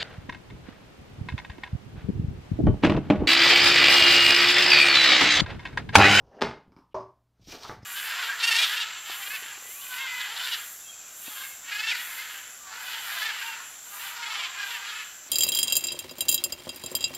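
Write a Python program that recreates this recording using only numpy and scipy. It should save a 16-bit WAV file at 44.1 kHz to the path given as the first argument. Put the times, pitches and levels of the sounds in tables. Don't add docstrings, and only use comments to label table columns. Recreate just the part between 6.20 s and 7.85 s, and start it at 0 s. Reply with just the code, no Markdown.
import sys
import numpy as np
from scipy import signal
from scipy.fft import rfft, irfft
from scipy.io import wavfile
from scipy.ndimage import uniform_filter1d

SR = 44100
rng = np.random.default_rng(int(sys.argv[2]) if len(sys.argv) > 2 else 0)


def makeup_ratio(level_db):
    decades = np.asarray(level_db, float) / 20
    return 10 ** decades


def output_pcm(signal):
    pcm = np.clip(np.atleast_2d(signal).T, -1, 1) * 32767
    wavfile.write(sys.argv[1], SR, np.round(pcm).astype(np.int16))


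N = 72765
T = np.arange(N) / SR

TAP_WET_DB = 9


def unit(x):
    return x / np.sqrt(np.mean(x ** 2))


def table_at(points, hz):
    p = np.array(points, float)
    return np.interp(np.log(np.maximum(hz, 1)), np.log(p[:, 0]), p[:, 1])


def curve(rows, column):
    r = np.array(rows, float)
    return np.interp(T, r[:, 0], r[:, column])


def conv(x, h):
    return signal.fftconvolve(x, h)[:N]


def colour(points, size=4096):
    log_gain = table_at(points, np.arange(size // 2 + 1) * SR / size) * np.log(10) / 20
    fold = np.r_[1, 2 * np.ones(size // 2 - 1), 1, np.zeros(size // 2 - 1)]
    h = irfft(np.exp(rfft(irfft(log_gain) * fold)))
    return h / np.sqrt(np.sum(h ** 2))


def ring(modes):
    t, total = T[:SR // 2], 0
    for k, (hz, db, t60) in enumerate(modes):
        decay = np.exp(-np.log(1000) * t / max(t60, .005))
        total = total + (-1) ** k * makeup_ratio(db) * np.sin(2 * np.pi * hz * t) * decay
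    return total


def walls(peaks):
    return [(hz, db, np.log(1000) / np.pi / width) for hz, width, db in peaks]


def walk(rate):
    k = int(SR / rate)
    return unit(uniform_filter1d(uniform_filter1d(rng.standard_normal(N), k), k))


def room():
    # pitch_hz, t60_s
    room_t60 = [(100, 0.37), (220, 0.4), (500, 0.31), (1000, 0.35), (4000, 0.32), (10000, 0.27)]
    gap_s, build_s = 0.0018, 0.0024
    t, h = T[:int(.7 * SR)], 0
    edges = 40 * 2 ** np.arange(0, 9.1, .5)
    spec, hz = rfft(rng.standard_normal(len(t))), np.arange(len(t) // 2 + 1) * SR / len(t)
    for lo, hi in zip(edges[:-1], edges[1:]):
        band = irfft(spec * ((hz >= lo) & (hz < hi)), len(t))
        h = h + band * np.exp(-np.log(1000) * t / table_at(room_t60, np.sqrt(lo * hi)))
    h = h * np.clip((t - gap_s) / build_s, 0, 1)
    return h / np.sqrt(np.sum(h ** 2))


def crunch(ms, chance):
    r = np.exp(-1000 / (ms * SR))
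    a = -2 * r * np.cos(np.pi * (.02 + .3 * chance))
    one = np.ones_like(a)
    sections = np.c_[r * r * one, a, one, one, a, r * r * one]
    return signal.sosfilt(sections, -signal.unit_impulse(2048))


def knock(blows, points, wet_db, modes=(), ring_db=0, damping_db=0):
    force, chance = np.zeros(N + 2048), rng.random(5)
    for s, db, ms in blows:
        start = int(s * SR)
        force[start:start + 2048] += makeup_ratio(db) * crunch(max(ms, .1), chance)
    close = conv(force, colour(points))
    wet = makeup_ratio(wet_db) * conv(close, room())
    if len(modes):
        r = ring(modes)
        close = close + makeup_ratio(ring_db + damping_db) * conv(force, r / np.abs(r).max())
    return close + wet


def slips():
    slips_per_s, spread_db = 7000, 2.5
    c = rng.random((3, N))
    happens = c[0] < slips_per_s / SR
    return unit(happens * np.sign(c[1] - .5) * makeup_ratio(-spread_db * np.log(c[2] + 1e-4)))


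def grit(level_db, h):
    return unit(conv(slips(), h)) * makeup_ratio(level_db + 1.8 * walk(90))


def rub(level_db, h):
    wet_db = -5
    x = grit(level_db, h)
    return (x + makeup_ratio(wet_db) * conv(x, room())) / np.sqrt(1 + makeup_ratio(2 * wet_db))


def floor():
    # pitch_hz, level_db
    air_colour = [(60, -7.5), (240, -8.5), (450, -16), (1100, -18), (2000, -27), (5000, -29.5), (8000, -34),
                  (15500, -35)]
    # pitch_hz, rms_level_db
    hum_partials = [(60, -78.5), (119.5, -76)]
    air = unit(conv(rng.standard_normal(N), colour(air_colour))) * makeup_ratio(-78)
    return air + sum(np.sqrt(2) * makeup_ratio(db) * np.sin(2 * np.pi * hz * T) for hz, db in hum_partials)


def shake():
    # time_s, level_db
    shake_level = [(0, -56.5), (.1, -62), (.13, -91), (.205, -76), (.23, -49.5), (.3, -44.5), (.44, -82.5),
                   (.5, -68), (.6, -69), (.72, -82), (.78, -64), (1., -82.5), (1.18, -86.5), (1.22, -61),
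                   (1.32, -61.5), (1.45, -72), (1.52, -55.5), (1.65, -55.5)]
    # pitch_hz, level_db
    shake_colour = [(25, -9.5), (65, 1.5), (125, 1), (200, -12), (500, -61.5)]
    rumble = unit(conv(rng.standard_normal(N), colour(shake_colour, size=16384)))
    return rumble * makeup_ratio(curve(shake_level, 1))


def drag():
    # time_s, level_db, brightness_db
    drag_path = [
        (0, -59.5, -21.5),
        (.1, -63.5, -14.5),
        (.115, -55, -22),
        (.17, -50, -20.5),
        (.195, -46, -29),
        (.209, -56, -43.5),
    ]
    # pitch_hz, level_db
    drag_colour = [(60, -17.5), (250, -0.5), (450, 7), (850, 0.5), (1600, -16), (3000, -50.5)]
    # pitch_hz, level_db
    drag_hiss = [(1200, -32), (1800, -3.5), (2300, -5.5), (2850, 0), (3800, -7), (5200, -1.5), (6300, -5),
                 (8000, -30)]
    db = np.where(T < drag_path[-1][0], curve(drag_path, 1), -120)
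    return rub(db, colour(drag_colour)) + rub(db + curve(drag_path, 2), colour(drag_hiss))


def chirrs():
    # centre_s, length_s, pitch_hz, width_hz, level_db
    chirr_events = [(0.138, .015, 1820, 220, -67), (0.186, .016, 2800, 120, -68.5),
                    (0.188, .015, 5060, 500, -88), (0.197, 0.0096, 1680, 130, -55.5),
                    (0.491, .02, 246, 150, -60.5), (0.733, 0.016, 2950, 2970, -76.5),
                    (0.81, 0.021, 5140, 250, -68.5), (1.29, .012, 290, 84, -52.5),
                    (1.302, 0.023, 5650, 800, -52.5), (1.31, 0.031, 63, 20, -56),
                    (1.224, .02, 48, 31, -63.5), (1.6, .04, 109, 14, -63), (1.32, 0.018, 1450, 110, -61.5),
                    (1.33, 0.024, 2420, 130, -55.5), (1.347, 0.026, 394, 74, -51.5),
                    (1.352, 0.0084, 633, 110, -49.5), (1.436, .012, 4600, 1000, -53.5),
                    (1.451, 0.011, 1210, 230, -46.5), (1.468, 0.045, 890, 82, -53),
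                    (1.47, 0.019, 3500, 500, -52.5), (1.621, 0.0095, 1930, 280, -63)]
    x = 0
    for s, length, hz, width, db in chirr_events:
        swell_db = db - 6 * ((T - s) / length) ** 2
        x = x + grit(swell_db, ring(walls([(hz, width, 0)])))
    return x + makeup_ratio(-8.5) * conv(x, room())


def landing():
    slam_db = (-0.5, 5)
    # start_s, level_db, crunch_ms
    bounces = [
        (0.2102, -12, 0.49),
        (0.2143, -15.5, 0.95),
        (.2190, -11, .5),
        (0.224, -5.5, .4),
        (.2280, -10.5, .4),
        (0.2372, -9, .2),
        (.246, -10, 0.3),
    ]
    # pitch_hz, level_db
    landing_colour = [(60, -25.5), (150, -8.5), (450, -0.5), (900, -3.5), (2000, -12), (5200, -19),
                      (7200, -33.5), (14000, -52)]
    # pitch_hz, level_db, t60_s
    landing_modes = [(150.7, -8.5, 0.37), (231, -1, 0.25), (411, -7.5, 0.22), (450, -4, 0.09),
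                     (598.6, -6.5, 0.22), (884, -5, 0.096), (888, -4.5, 0.33), (1046, -7.5, 0.087),
                     (1211, -12.5, 0.12), (1577, -1, 0.076), (1832, -5.5, .06), (2124, -9, 0.27),
                     (3490, -3, .02), (5200, -3.5, .02)]
    # start_s, level_db, contact_ms
    rocking = [
        (.2520, -12.5, 0.9),
        (.270, -14, 0.92),
        (.287, -14.5, 1),
        (.311, -13.5, 1),
        (.336, -22, 0.53),
    ]
    # pitch_hz, level_db
    rocking_colour = [(100, -10.5), (400, 0), (1000, -5.5), (2100, -8), (3000, -29.5), (6000, -60.5)]
    slam_s, rebound_s, slam_ms, ring_db = .2168, .0048, 0.5, -25
    slam = [(slam_s + k * rebound_s, db, slam_ms) for k, db in enumerate(slam_db)]
    return (knock(slam + bounces, landing_colour, -4, landing_modes, ring_db)
            + knock(rocking, rocking_colour, -7.5, landing_modes, ring_db))


def taps():
    # start_s, level_db, contact_ms
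    tap_blows = [
        (.5642, -35, 0.47),
        (0.38, -51.5, 0.7),
        (.587, -39, 0.41),
        (0.52, -41, 1),
    ]
    # pitch_hz, level_db
    tap_colour = [(70, -12.5), (300, -5), (660, -18.5), (950, -2), (1300, -10.5), (1800, -27),
                  (4300, -33.5), (5200, -23.5), (7000, -45)]
    # pitch_hz, width_hz, level_db
    tap_walls = [(175, 57, 9.5), (311, 77, 10), (1284, 65, -12), (2260, 84, -3), (4970, 82, -10)]
    return knock(tap_blows, tap_colour, TAP_WET_DB, walls(tap_walls), -8.5)


def bumps():
    # start_s, level_db, contact_ms
    bump_blows = [
        (.464, -39, 0.58),
        (.48, -33.5, 1.1),
        (1.196, -36.5, 2.6),
        (1.224, -37, 2.6),
        (1.273, -24.5, 1.8),
        (1.565, -26.5, 2.2),
        (1.63, -25, 1.4),
    ]
    # pitch_hz, level_db
    bump_colour = [(60, -17.5), (170, 9), (400, -1.5), (700, -10.5), (1500, -36.5), (3000, -45)]
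    return knock(bump_blows, bump_colour, -5.5)


def hollow_knock():
    # start_s, level_db, contact_ms
    hollow_blow = [
        (.7440, -4.5, 0.94),
    ]
    # pitch_hz, level_db
    hollow_colour = [(200, -20), (390, -7), (480, -10), (620, 4), (770, -10.5), (1050, 2), (1500, -35),
                     (3000, -83.5)]
    # pitch_hz, level_db, t60_s
    hollow_modes = [(114, -14.5, 1), (382, 3, 0.48), (573, -1, 0.26), (613.7, -0.5, 0.17), (592, -8.5, .42),
                    (640, 5, 0.14), (870, -4, 0.4), (961, -1, 0.41), (1015, 0, 0.24), (1067, -10, 0.63),
                    (1143.6, -5.5, 0.55)]
    # pitch_hz, level_db
    tick_colour = [(1200, 4.5), (2300, -9), (3200, -14.5), (4400, -13.5), (5300, -9.5), (6200, -12),
                   (7500, -27), (11000, -41)]
    hand_s, hand_db = .915, -20
    damping_db = hand_db * np.clip((T - hand_s) * 50 + .5, 0, 1)
    return (knock(hollow_blow, hollow_colour, 2.5, hollow_modes, -20, damping_db)
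            + makeup_ratio(-19) * knock(hollow_blow, tick_colour, TAP_WET_DB))


def scrape():
    # time_s, level_db, body_db
    scrape_path = [
        (1.15, -98, 10.5),
        (1.225, -68, -6),
        (1.268, -61.5, -22),
        (1.274, -53, -11),
        (1.33, -45, -2.5),
        (1.39, -55.5, -2),
        (1.445, -46.5, -8),
        (1.53, -55, 9.5),
        (1.6, -88, 10),
        (1.65, -69.5, 12),
    ]
    # pitch_hz, level_db
    scrape_colour = [(900, -34.5), (2300, -6.5), (3000, -4), (5800, -1.5), (7600, -15.5), (10500, -23),
                     (13000, -20), (15500, -22)]
    # pitch_hz, level_db
    scrape_body = [(100, -18), (380, -1.5), (650, -2), (1200, -3.5), (2000, -8.5), (4000, -37)]
    # pitch_hz, width_hz, level_db
    squeak_bands = [
        (2050, 200, -68),
        (5186, 300, -58.5),
    ]
    squeak_s, squeak_length_s = 1.632, 0.0065
    sizzle_s, sizzle_db, sizzle_fade_db_per_s = 1.3, -16, 41.5
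    db = np.where(T > scrape_path[0][0], curve(scrape_path, 1), -120)
    sizzle_level = db + sizzle_db - sizzle_fade_db_per_s * np.abs(T - sizzle_s)
    sizzle = rub(sizzle_level, ring(walls([(14040, 900, 0)])))
    fade_db = -6 * ((T - squeak_s) / squeak_length_s) ** 2
    squeak = sum(rub(fade_db + peak_db, ring(walls([(hz, width, 0)])))
                 for hz, width, peak_db in squeak_bands)
    hiss = rub(db, colour(scrape_colour))
    body = rub(db + curve(scrape_path, 2), colour(scrape_body))
    return hiss + body + squeak + sizzle


def edge_down():
    # start_s, level_db, contact_ms
    edge_blows = [
        (1.4950, -11.5, 0.35),
        (1.4975, -20.5, 0.91),
        (1.5035, -16, 4.9),
        (1.513, -22, 2.2),
        (1.534, -29, 3),
        (1.550, -26, 2.4),
    ]
    # pitch_hz, level_db
    edge_colour = [(40, -14), (150, 2.5), (420, -4), (1450, -5.5), (1900, -12), (2600, -27), (4000, -64),
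                   (8000, -89)]
    # pitch_hz, width_hz, level_db
    edge_walls = [(72, 5, -4), (235, 8.1, -15), (429, 9, -1), (876, 13, 2), (1158, 32, -1), (1477, 75, 3)]
    return knock(edge_blows, edge_colour, -10, walls(edge_walls), -22)


def scene():
    # centre_s, length_s, level_db
    hushes = [(.7374, .006, -22)]
    # pitch_hz, side_level_db
    side_level = [(300, -70), (700, -34), (1400, -22), (4000, -12), (8000, -20)]
    hits = landing() + taps() + bumps() + hollow_knock() + edge_down()
    hush = makeup_ratio(sum(db * np.exp(-((T - s) / (length / 2)) ** 4) for s, length, db in hushes))
    mid = hush * (floor() + shake() + drag() + chirrs() + hits + scrape())
    side_gain = makeup_ratio(table_at(side_level, np.arange(N // 2 + 1) * SR / N))
    side = irfft(1j * rfft(mid) * side_gain, N)
    side = side * np.exp(-((T - .25) / 0.051) ** 2)
    return np.array([mid + side, mid - side])


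def top_cut(x):
    return signal.sosfilt(signal.butter(12, 15820, fs=SR, output="sos"), x)


def record(dry):
    low_pass = signal.ellip(8, .2, 70, 15450, fs=SR, output="sos")
    x = signal.sosfilt(low_pass, dry)
    return top_cut(x)


dry = scene()
out = record(dry)
output_pcm(out)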